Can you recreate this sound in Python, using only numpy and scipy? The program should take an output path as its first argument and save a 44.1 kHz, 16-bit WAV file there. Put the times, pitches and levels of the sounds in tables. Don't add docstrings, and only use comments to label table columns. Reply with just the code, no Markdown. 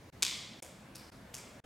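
import sys
import numpy as np
from scipy import signal
from scipy.fft import rfft, irfft
from scipy.io import wavfile
from scipy.ndimage import uniform_filter1d

SR = 44100
rng = np.random.default_rng(int(sys.argv[2]) if len(sys.argv) > 2 else 0)


def to_wav(sig):
    pcm = np.clip(np.atleast_2d(sig), -1, 1) * 32767
    pcm = np.round(pcm).astype(np.int16)
    wavfile.write(sys.argv[1], SR, pcm.T)


N = 72765

# pitch_hz, relative_level_db
AIR_COLOUR = [(20, -44), (33, -12), (45, -5.5), (65, -3), (100, -1.5), (134, -0.5), (160, -2.5), (200, -1),
              (266, -4.5), (320, -6.5), (460, -11), (570, -7), (800, -12.5), (1200, -14.5), (1670, -15.5),
              (2900, -22), (5200, -28.5), (12000, -34.5), (16000, -39.5)]
# pitch_hz, side_minus_mid_db
AIR_WIDTH = [(60, -28), (110, -25.5), (200, -19.5), (380, -11), (700, -7.5), (1290, -6), (2380, -6.5),
             (4400, -5.5), (8120, -7.5), (15000, -22.5)]
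# time_s, level_db
AIR_RIDE = [(0, -2), (.2, 0), (.45, -0.5), (.75, -1), (1.0, -0.5), (1.3, 0), (1.65, -0.5)]
# pitch_hz, decay_s
TAIL_DECAY = [(300, 1.0), (1000, 1.0), (3000, 1), (6000, 0.75), (10000, 0.61), (16000, 0.4)]
# pitch_hz, level_db
TAIL_COLOUR = [(300, -5), (600, 0.5), (1200, 5), (1650, -8.5), (2100, 1), (2750, -7.5), (3350, 3.5),
               (4100, 2), (4700, 3), (6000, -3), (8000, -1), (10000, -5.5), (16000, 3.5)]
# pitch_hz, side_minus_mid_db
TAIL_WIDTH = [(60, -22), (110, -18), (200, -12), (380, -19), (700, -10), (1290, -17), (2380, -7.5),
              (4400, -18), (8120, -16.5), (15000, -22)]
# start_s, level_db, patter_db, patter_fade_ms, thud_db, body_hz, body_db, snap_hz, snap_q,
# sizzle_hz, sizzle_db, first_echo_db, second_echo_db, round_trip_db, tail_send_db
CONTACTS = [ (0.2244, -13, -3.5, 4.4, -8.5, 1220, -13, 3030, 1.22, 5800, 0, 7.5, 2.5, -39, -3),
            (0.6250, -34.5, -3.5, 3.5, 3, 580, 8.5, 2300, 1.15, 7600, 4, 5, 2.5, -6, -3),
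            (0.9510, -51, 10, 8.2, -11, 2000, -14, 4730, 1.1, 10500, -15, -4, -21, -14, 3),
            (0.9566, -31.5, -3.5, 5.2, -1, 2580, -2, 5300, 4.2, 9300, -1.5, -7, -1.5, -32, -4),
            (1.335, -62, 2, 4.3, -6, 1000, -12, 4000, 1.5, 10760, 2, 0, -10, -17, 7),
            (1.34, -42.5, 6, 3.1, -6, 1100, -8, 2800, 0.41, 8000, -6, 11.5, -6, -14, 1),
            (1.3443, -35.5, 9, 1.9, -8, 1150, -2.5, 2450, 1.26, 6700, 2.5, 2, 4.5, -3, 4),
            (1.378, -44.5, 7, 9.2, -23, 1210, -10, 2370, 6.2, 6450, -5.5, 8, 0.5, -13, 0), ]
# first_echo_ms, second_echo_ms, round_trip_ms
ECHO_DELAYS = [(5.2, 10.5, 15.3), (2.3, 7.6, 15), (4.7, 10, 15.3), (4.7, 10, 15.3), (4.8, 7.5, 14.6),
               (1.5, 7.5, 14.6), (6.4, 7.5, 14.6), (4.5, 7, 14.6)]
# start_s, length_s, depth_db, fade_back_s
GAPS = [(0.1028, 0.018, -30.5, 0.0067), (0.604, 0.016, -38, .003), (1.1032, 0.008, -25.5, 0.0096),
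        (1.6035, 0.033, -32, 0.0056)]

AIR_DB, SWELL_DB, FLICKER_DB = -53.5, .6, 1.0
TAIL_BUILD_S = .018
ROUND_S, ROUND_DB, ROUND_HZ = .01545, -2.5, 16000
SOFT_HZ = 10500
THUD_HZ, THUD_Q, BODY_Q, SIZZLE_Q = 375, 4, 2.5, 1.5
PATTER_LEAD_S, ECHO_PATTER_DB = .0019, -7.5
SLAP_SIDE_DB, HALF_MIC_LAG_S = -23, .000004
CUT_S, TOP_HZ = .0018, 16100


def undb(db):
    return 10 ** (np.asarray(db) / 20)


def curve_at(hz, table):
    pitches, values = np.array(table, float).T
    return np.interp(np.log(np.maximum(hz, 1)), np.log(pitches), values)


def resonate(x, hz, q):
    return signal.lfilter(*signal.iirpeak(hz, q, fs=SR), x)


def delay(x, seconds):
    return irfft(rfft(x) * np.exp(-2j * np.pi * np.fft.rfftfreq(N, 1 / SR) * seconds), N)


def drift(rate_hz):
    hold = int(SR / rate_hz)
    steps = np.repeat(rng.standard_normal(N // hold + 1), hold)
    return 1.725 * uniform_filter1d(uniform_filter1d(steps, hold), hold)[:N]


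def stereo_noise(envelope, width):
    f = np.fft.rfftfreq(N, 1 / SR)
    mid_spectrum, side_spectrum = rfft(rng.standard_normal((2, N)))
    noise = 0
    for hz in 25 * 2 ** (np.arange(29) / 3):
        bands_away = 3 * np.log2(np.maximum(f, 1) / hz)
        window = np.cos(np.pi / 2 * np.clip(bands_away, -1, 1)) ** 2
        mid = irfft(mid_spectrum * window, N)
        side = irfft(side_spectrum * window, N) * undb(curve_at(hz, width))
        noise = noise + envelope(hz) * np.array([mid + side, mid - side])
    return noise


def room_air():
    swell_db = SWELL_DB * drift(rate_hz=2.36)
    envelope = lambda hz: undb(curve_at(hz, AIR_COLOUR) + swell_db + FLICKER_DB * drift(rate_hz=11.87))
    bed = stereo_noise(envelope, AIR_WIDTH)
    ride_db = np.interp(np.arange(N) / SR, *np.array(AIR_RIDE).T)
    return bed / np.sqrt(np.mean(bed ** 2)) * undb(AIR_DB + ride_db)


def room_tail(send):
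    t = np.arange(N) / SR
    wash = stereo_noise(lambda hz: undb(-60 * t / curve_at(hz, TAIL_DECAY)), TAIL_WIDTH)
    colour = undb(curve_at(np.fft.rfftfreq(N, 1 / SR), TAIL_COLOUR))
    build = 1 - np.exp(-t / TAIL_BUILD_S)
    response = irfft(rfft(wash) * colour, N) * build / 10
    return signal.fftconvolve(send[None], response, axes=1)[:, :N]


def flutter(x):
    f = np.fft.rfftfreq(N, 1 / SR)
    loss = undb(ROUND_DB) / (1 + (f / ROUND_HZ) ** 2)
    round_trip = loss * np.exp(-2j * np.pi * f * ROUND_S)
    return irfft(rfft(x) / (1 - round_trip), N)


def skin_contact(start_s, level_db, patter_db, patter_fade_ms, thud_db, body_hz, body_db,
                 snap_hz, snap_q, sizzle_hz, sizzle_db):
    t = np.arange(N) / SR - start_s
    crack = -3 * np.sinc(t * SR) * (abs(t) < .001)
    since_touch = np.maximum(t + PATTER_LEAD_S, 0)
    attack = np.minimum(since_touch / PATTER_LEAD_S, 1)
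    decay = np.exp(-since_touch * 1000 / patter_fade_ms)
    patter = undb(patter_db) * rng.standard_normal(N) * attack * decay
    push = signal.lfilter(*signal.butter(1, SOFT_HZ, fs=SR), [crack, patter])
    thud = undb(thud_db) * resonate(push, THUD_HZ, THUD_Q)
    body = undb(body_db) * resonate(push, body_hz, BODY_Q)
    snap = resonate(resonate(push, snap_hz, snap_q), snap_hz, q=.64)
    sizzle = undb(sizzle_db) * resonate(resonate(push, sizzle_hz, SIZZLE_Q), sizzle_hz, q=.5)
    return undb(level_db) * (thud + body + snap + sizzle)


def scene():
    early, bounced, tail_send = 0, 0, 0
    for contact, (first_ms, second_ms, round_ms) in zip(CONTACTS, ECHO_DELAYS):
        *hit, first_db, second_db, round_db, send_db = contact
        crack, patter = skin_contact(*hit)
        echo = crack + undb(ECHO_PATTER_DB) * patter
        early += crack + patter + undb(first_db) * delay(echo, first_ms / 1000)
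        bounced += undb(second_db) * delay(echo, second_ms / 1000)
        bounced += undb(round_db) * delay(echo, round_ms / 1000)
        tail_send += undb(send_db) * crack
    mid = early + flutter(bounced)
    left_lead = (delay(mid, -HALF_MIC_LAG_S) - delay(mid, HALF_MIC_LAG_S)) / 2
    side = undb(SLAP_SIDE_DB) * mid + left_lead
    return np.array([mid + side, mid - side]) + room_tail(tail_send) + room_air()


def record(dry):
    t = np.arange(N) / SR
    gain_db = 0
    for start_s, length_s, depth_db, fade_back_s in GAPS:
        end_s = start_s + length_s
        corners_s = [start_s - CUT_S, start_s + CUT_S, end_s, end_s + fade_back_s]
        gain_db += np.interp(t, corners_s, [0, depth_db, depth_db, 0])
    low_pass = signal.ellip(10, .2, 70, TOP_HZ, fs=SR, output="sos")
    return signal.sosfilt(low_pass, dry * undb(gain_db))


dry = scene()
out = record(dry)
to_wav(out)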